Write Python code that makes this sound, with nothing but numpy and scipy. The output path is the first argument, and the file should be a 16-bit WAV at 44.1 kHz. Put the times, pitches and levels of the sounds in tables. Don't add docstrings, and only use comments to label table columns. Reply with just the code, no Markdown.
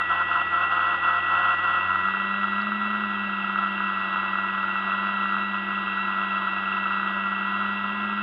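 import sys
import numpy as np
from scipy import signal
from scipy.fft import rfft, irfft, next_fast_len
from scipy.io import wavfile

SR = 44100
rng = np.random.default_rng(int(sys.argv[2]) if len(sys.argv) > 2 else 0)


def wrap_up_sound(samples):
    columns = np.atleast_2d(samples).T
    tamed = np.clip(columns, -1, 1)
    steps = np.round(tamed * 32767).astype(np.int16)
    wavfile.write(sys.argv[1], SR, steps)


def volts(x):
    e = np.asarray(x, float) / 20
    return 10 ** e


N = 362502

# pitch_hz, level_db (per Hz)
HISS_SPECTRUM = [(5900, -25), (6200, -23.5), (6500, -3), (7400, -12), (8100, -13.5), (9200, -6),
                 (10500, -1), (12500, -0.5), (14200, -2.5), (15400, -3.5), (15750, -15)]
# step (line spacings), level_db
SWITCHING_LINES = [(-1.5, -106), (-1.4, -99), (0.24, -90), (3, -93.5), (2.5, -102)]
SWITCH_HZ, SWITCH_STEP_HZ, CREEP_HZ_PER_S = 14780, 92, 2.8
HISS_DB, HISS_SWAY_DB = -79.5, 0.5
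HOUSING_STOP_HZ = 6300

# start_s, level_db (peak)
DROPS = [
    (2.6156, -52),
    (4.0, -60),
]
# pitch_hz, level_db (per Hz)
WASH_SPECTRUM = [(20, -38), (45, -41), (130, -24), (260, -23), (480, -18.5), (900, -7.5), (1600, -26.5),
                 (2300, -22), (3400, -15), (4100, -41.5), (5100, -52), (5450, -60), (5800, -79.5)]
WASH_DB = -46
# pitch_hz, width_hz, level_db (under the load curve)
CAN_MODES = [(2697, 129, 0), (3154, 86, -14.5), (3720, 150, -25.5), (4160, 260, -41.5), (4710, 81, -36),
             (5260, 76, -34), (5400, 140, -49.5)]
# pitch_hz, width_hz, level_db (rms)
DECK_MODES = [(61.6, 36, -65.5), (231, 76, -60), (326, 140, -52)]
CAN_DB, CAN_FLICKER_DB = -37.5, 0.57
CAN_FOLLOWS = 0.3
CAN_EASES_FROM, CAN_EASES_DB = 101.6, 1

# start_s, speed (shaft turns per s it settles to)
THROTTLE_NOTCHES = [(0, 88.2), (1.25, 89.4), (1.8, 94.0), (2.03, 97.2), (2.15, 98.4), (2.33, 100.1),
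                    (2.57, 103.5), (3.04, 100.5), (3.27, 98.8), (3.86, 97.3), (4.72, 97.9), (4.95, 98.6),
                    (5.3, 99.4), (5.47, 98.7), (5.8, 98.0), (6.35, 97.4), (6.63, 97.9), (6.93, 98.4),
                    (7.53, 100.2), (7.88, 102.3), (8.15, 103.0)]
SPIN_UP_S, SPEED_WANDER = 0.04, 0.12
# start_s, speed (turns per s)
SLOW_SHAFT_SPEED = [(0, 19.32), (1.2, 19.39), (2.0, 20.05), (2.4, 21.02), (2.8, 21.44), (3.2, 20.59),
                    (3.6, 20.09), (4.6, 20.01), (5.6, 20.1), (7.2, 20.11), (7.6, 21.07), (8.22, 21.2)]
# multiple (of the slow shaft), level_db
SLOW_SHAFT_LINES = [(11, -61.5), (15, -74.5), (16, -55.5), (17, -59.5), (18, -55.5)]
# speed (turns per s), once_db, twice_db (per turn), ninth_db (ninth multiple), octave_db (of chop)
SPEED_RESPONSE = [(88, -51.5, -53.5, -69.5, -66.5), (93.5, -49, -49, -73.5, -63),
                  (95.8, -51, -40.5, -51, -61), (97.1, -59, -40.5, -49.5, -56),
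                  (98.76, -61.5, -37, -52, -56), (100.1, -56.5, -36, -49.5, -55.5),
                  (103.3, -60, -34, -51, -56)]

# start_s, level_db (chopping tone)
WHISTLE_LEVEL = [
    (0, -29.5),
    (.3, -31.5),
    (1.6, -31),
    (2.65, -34.5),
    (3.4, -37),
    (4.6, -35.5),
    (5.7, -35.5),
    (7.0, -36),
    (7.7, -37),
    (8.22, -39.5),
]
CHOP_HZ = 1943.4
# chop_multiple, shaft_multiple, slow_db (low speed), fast_db (cruise)
CHOP_SIDEBANDS = [(1, -3, -45.5, -43), (1, -2, -71, -63), (1, -1, -57, -58), (1, 2, -55.5, -52),
                  (1, 3, -55, -59.5), (2, -3, -58.5, -58.5), (2, -2, -78, -64.5), (2, 2, -84, -82.5)]

# pitch_hz, width_hz, level_db
HULL_HIGH_MODES = [(1347.8, 145, 3.5), (1278, 220, -13.5), (2370, 350, -27.5), (3012, 83, -21.5),
                   (3357, 100, -20)]
HULL_LOW_MODES = [(1014.8, 41.6, -11.5), (692, 110, -23), (920, 150, -35), (640, 360, -32)]
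# start_s, level_db (peak)
HARD_KNOCKS = [(0.0114, -15), (0.695, -18.5), (0.792, -12.5), (1.9561, -12), (2.0842, -12.5),
               (2.137, -17.5), (2.169, -17.5), (2.7184, -13.5), (3.0365, -16.5), (3.5577, -14),
               (3.6597, -16.5), (3.8032, -14), (4.1584, -14.5), (4.354, -15.5), (4.3856, -14.5),
               (4.7551, -15), (4.9182, -13), (5.2553, -15.5), (5.3657, -15.5), (5.8711, -18), (6.5061, -34),
               (6.855, -17), (6.9062, -15.5), (6.9975, -15.5), (7.0296, -15), (7.0593, -16.5),
               (7.3633, -17.5)]
# start_s, double (share of double knocks 0-1), low_db (low hull modes)
COUPLING_SEAT = [
    (0, 1, 3.5),
    (1.76, 1, 2.5),
    (1.86, 0.4, 7),
    (2.2, 0.2, 3.5),
    (4, 0.4, 4),
    (8.22, 0.5, 4),
]
# multiple, twice_db, once_db (under the rattle when doubled, when single)
KNOCK_TONES = [(6, -33.5, -27), (7, -39.5, -24), (9, -23, -43), (10, -23.5, -20), (12, -23, -20)]
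# start_s, level_db
COUPLING_PLAY = [(0, -32), (1.7, -31), (2.0, -28), (2.3, -29.5), (3.0, -30.5), (3.5, -30), (4.0, -28.5),
                 (4.6, -30), (4.9, -28), (5.5, -30), (6.3, -29), (7.0, -29), (7.6, -29.5), (8.0, -30.5),
                 (8.22, -29)]
SURGE_DB, SURGES_PER_S = 1.0, 10
# start_s, end_s, grip (0-1)
LOCKED_SPELLS = [(-.05, 0.018, 1), (0.089, 0.23, 0.84), (0.267, 0.42, 0.74), (.51, 0.652, .9),
                 (0.687, 0.95, 0.82), (1.019, 1.196, 0.94), (1.207, 1.284, .35), (1.292, 1.546, 0.9),
                 (1.567, 1.598, 0.5), (1.606, 1.788, 0.73), (1.803, 1.87, 0.25)]
LOCK_RISE_S, LOCK_FALL_S = 0.027, 0.0099
LOCK_RATTLE_DB, LOCK_CAN_DB = 7.5, 3
# multiple (of the shaft), level_db (re the common beat level)
LOCKED_TONES = [(6, -7.5), (8, 1.5), (10, -3.5), (12, 6), (17, 0)]
LOCKED_DB, UNLOCKED_DB = -43, -65


def rms_one(x):
    return x / np.sqrt(np.mean(x ** 2) + 1e-20)


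def in_time(rows):
    s, *columns = np.transpose(rows)
    return [np.interp(np.arange(N) / SR, s, c) for c in columns]


def drift(rate):
    r = np.exp(-64 * np.pi * rate / SR)
    draws = rng.standard_normal(N // 32 + 2002)
    slow = signal.lfilter([1], [1, -2 * r, r * r], draws)[2000:]
    return np.interp(np.arange(N) / 32, np.arange(len(slow)), rms_one(slow))


def resonance(x, hz, width):
    r = np.exp(-np.pi * width / SR)
    return rms_one(signal.lfilter([1, 0, -1], [1, -2 * r * np.cos(2 * np.pi * hz / SR), r * r], x))


def body(x, modes, skirt=1.31):
    return sum(volts(db) * resonance(resonance(x, hz, skirt * width), hz, width) for hz, width, db in modes)


def coloured(spectrum):
    hz, level_db = np.transpose(spectrum)
    size = next_fast_len(N)
    grid = np.log(np.maximum(np.arange(size // 2 + 1) * SR / size, 1))
    shape = volts(np.interp(grid, np.log(hz), level_db, left=-99, right=-99))
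    return rms_one(irfft(rfft(rng.standard_normal(size)) * shape, size)[:N])


def tone(turns, level_db, flutter_db=0.5):
    level = np.sqrt(2) * volts(level_db + flutter_db * drift(18))
    return level * np.sin(2 * np.pi * (turns + rng.random()))


def circuit_noise():
    t = np.arange(N) / SR
    switching = 0
    for step, db in SWITCHING_LINES:
        hz = SWITCH_HZ + step * SWITCH_STEP_HZ + CREEP_HZ_PER_S * t / 2
        switching = switching + tone(hz * t, db)
    return volts(HISS_DB + HISS_SWAY_DB * drift(0.6)) * coloured(HISS_SPECTRUM) + switching


def droplets():
    t = np.arange(N) / SR
    splash = resonance(rng.standard_normal(N), 4300, 970)
    swell = sum(volts(db + 3.5) * np.exp(-((t - s - 0.002) / 0.0034) ** 2) for s, db in DROPS)
    return swell * resonance(splash, 4300, 970)


def brushes(turns, per_s, locked):
    beat = 1 + 0.5 * np.cos(2 * np.pi * turns)
    rub = beat * volts(0.11 * drift(40)) * rng.standard_normal(N)
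    play_db, = in_time(COUPLING_PLAY)
    load_db = CAN_DB + LOCK_CAN_DB * locked + CAN_FLICKER_DB * drift(16)
    load_db = load_db + CAN_FOLLOWS * (play_db - play_db.mean())
    load_db = load_db - CAN_EASES_DB * np.maximum(per_s - CAN_EASES_FROM, 0)
    wash = volts(WASH_DB + 1.5 * drift(6.7)) * coloured(WASH_SPECTRUM)
    return volts(load_db) * body(rub, CAN_MODES) + body(rub, DECK_MODES) + wash


def shaft_speed():
    s, goal = np.transpose(THROTTLE_NOTCHES)
    held = goal[np.searchsorted(s, np.arange(N) / SR, side="right") - 1]
    r = np.exp(-1 / (SPIN_UP_S * SR))
    return goal[0] + signal.lfilter([1 - r], [1, -r], held - goal[0]) + SPEED_WANDER * drift(3)


def by_speed(per_s):
    speed, *columns = np.transpose(SPEED_RESPONSE)
    return [np.interp(per_s, speed, c) for c in columns]


def shaft_hum(turns, slow_turns, once_db, twice_db, ninth_db):
    hum = tone(turns, once_db, flutter_db=1.0) + tone(2 * turns, twice_db, flutter_db=0.5)
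    commutator = tone(9 * turns, ninth_db, flutter_db=1.0)
    slow_lines = sum(tone(k * slow_turns, db, flutter_db=0.0) for k, db in SLOW_SHAFT_LINES)
    return hum + commutator + slow_lines


def controller(turns, per_s, octave_db):
    chop = np.cumsum(CHOP_HZ + 0.82 * drift(2.2)) / SR
    fast = np.clip((per_s - 89) / 8, 0, 1)
    whistle = tone(chop, in_time(WHISTLE_LEVEL)[0] + 0.47 * drift(5.2), flutter_db=0.6)
    octave = tone(2 * chop, octave_db + 2.3 * drift(2.3))
    sides = 0
    for m, k, slow_db, fast_db in CHOP_SIDEBANDS:
        level_db = slow_db + fast * (fast_db - slow_db)
        sides = sides + tone(m * chop + k * turns, level_db, flutter_db=1.0)
    return whistle + octave + sides


def grip():
    t = np.arange(N) / SR
    locked = 0
    for start, end, firm in LOCKED_SPELLS:
        rise, fall = (t - start) / LOCK_RISE_S, (end - t) / LOCK_FALL_S + 1
        locked = locked + firm * np.clip(np.minimum(rise, fall), 0, 1)
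    return locked


def locked_beat(turns, locked):
    beat_db = UNLOCKED_DB + (LOCKED_DB - UNLOCKED_DB) * np.sqrt(np.clip(locked, 0, 1))
    return sum(tone(k * turns, beat_db + db, flutter_db=1.0) for k, db in LOCKED_TONES)


def jolts():
    pushes, t = np.zeros(N), np.arange(600) / SR
    for s, db in HARD_KNOCKS:
        pushes[round((s + 0.0002) * SR)] = volts(db - 0.5)
    main_modes = (HULL_HIGH_MODES[0], HULL_LOW_MODES[0])
    rings = sum(volts(db) * np.sin(2 * np.pi * hz * t) for hz, width, db in main_modes)
    rings = rings * (t * np.exp(-t / 0.0016)) ** 1.5
    return np.convolve(pushes, rings / np.abs(rings).max())[:N]


def slack():
    t = np.arange(N) / SR
    gap = np.min(np.abs(t[::32, None] - np.array(HARD_KNOCKS)[:, 0]), axis=1)
    return np.interp(t, t[::32], 1 - 0.75 * np.exp(-(gap / 0.006) ** 2))


def knocks(turns, double, scrape=0.71, depth=0.7, uneven_db=2.5, jitter=0.035):
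    count = int(2 * turns[-1])
    late, force, sign = rng.standard_normal((3, count))
    at = np.searchsorted(turns, np.arange(count) / 2 + 0.1014 + jitter * late).clip(0, N - 1)
    strength = volts(uneven_db * (1 - 0.5 * double[at]) * np.clip(force, -2, 1.3))
    half_turn = np.where(np.arange(count) % 2, double[at], 1)
    taps = np.zeros(N)
    taps[at] = strength * half_turn * np.sign(sign + 0.6)
    swell = 1 + depth * (1 - 1.1 * double) * np.cos(2 * np.pi * (turns - 0.1))
    return rms_one(taps) + scrape * swell * rng.standard_normal(N)


def rattle(turns, slow_turns, locked):
    level_db = in_time(COUPLING_PLAY)[0] + LOCK_RATTLE_DB * locked + SURGE_DB * drift(SURGES_PER_S)
    double, low_db = in_time(COUPLING_SEAT)
    double = np.clip(double, 0, 1)
    shared = knocks(turns, double) * (1 + 0.16 * np.cos(2 * np.pi * slow_turns))
    hull = body(shared, HULL_HIGH_MODES) + volts(low_db) * body(shared, HULL_LOW_MODES)
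    lines = 0
    for k, twice_db, once_db in KNOCK_TONES:
        lines = lines + tone(k * turns, double * twice_db + (1 - double) * once_db, flutter_db=5.0)
    return volts(level_db - 3.0) * (hull + lines)


def scene():
    per_s, locked = shaft_speed(), grip()
    turns = np.cumsum(per_s) / SR
    slow_turns = np.cumsum(in_time(SLOW_SHAFT_SPEED)[0]) / SR
    once_db, twice_db, ninth_db, octave_db = by_speed(per_s)
    hull = droplets() + brushes(turns, per_s, locked)
    hull = hull + shaft_hum(turns, slow_turns, once_db, twice_db, ninth_db)
    hull = hull + controller(turns, per_s, octave_db)
    hull = hull + locked_beat(turns, locked) + jolts()
    hull = hull + slack() * rattle(turns, slow_turns, locked)
    housing = signal.cheby2(10, 60, HOUSING_STOP_HZ, fs=SR, output="sos")
    run_in = 600
    return signal.sosfilt(housing, np.r_[hull[run_in:0:-1], hull])[None, run_in:]


def top_cut(x):
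    return signal.sosfilt(signal.butter(12, 15720, fs=SR, output="sos"), x)


def record(dry):
    return top_cut(dry + circuit_noise())


dry = scene()
out = record(dry)
wrap_up_sound(out)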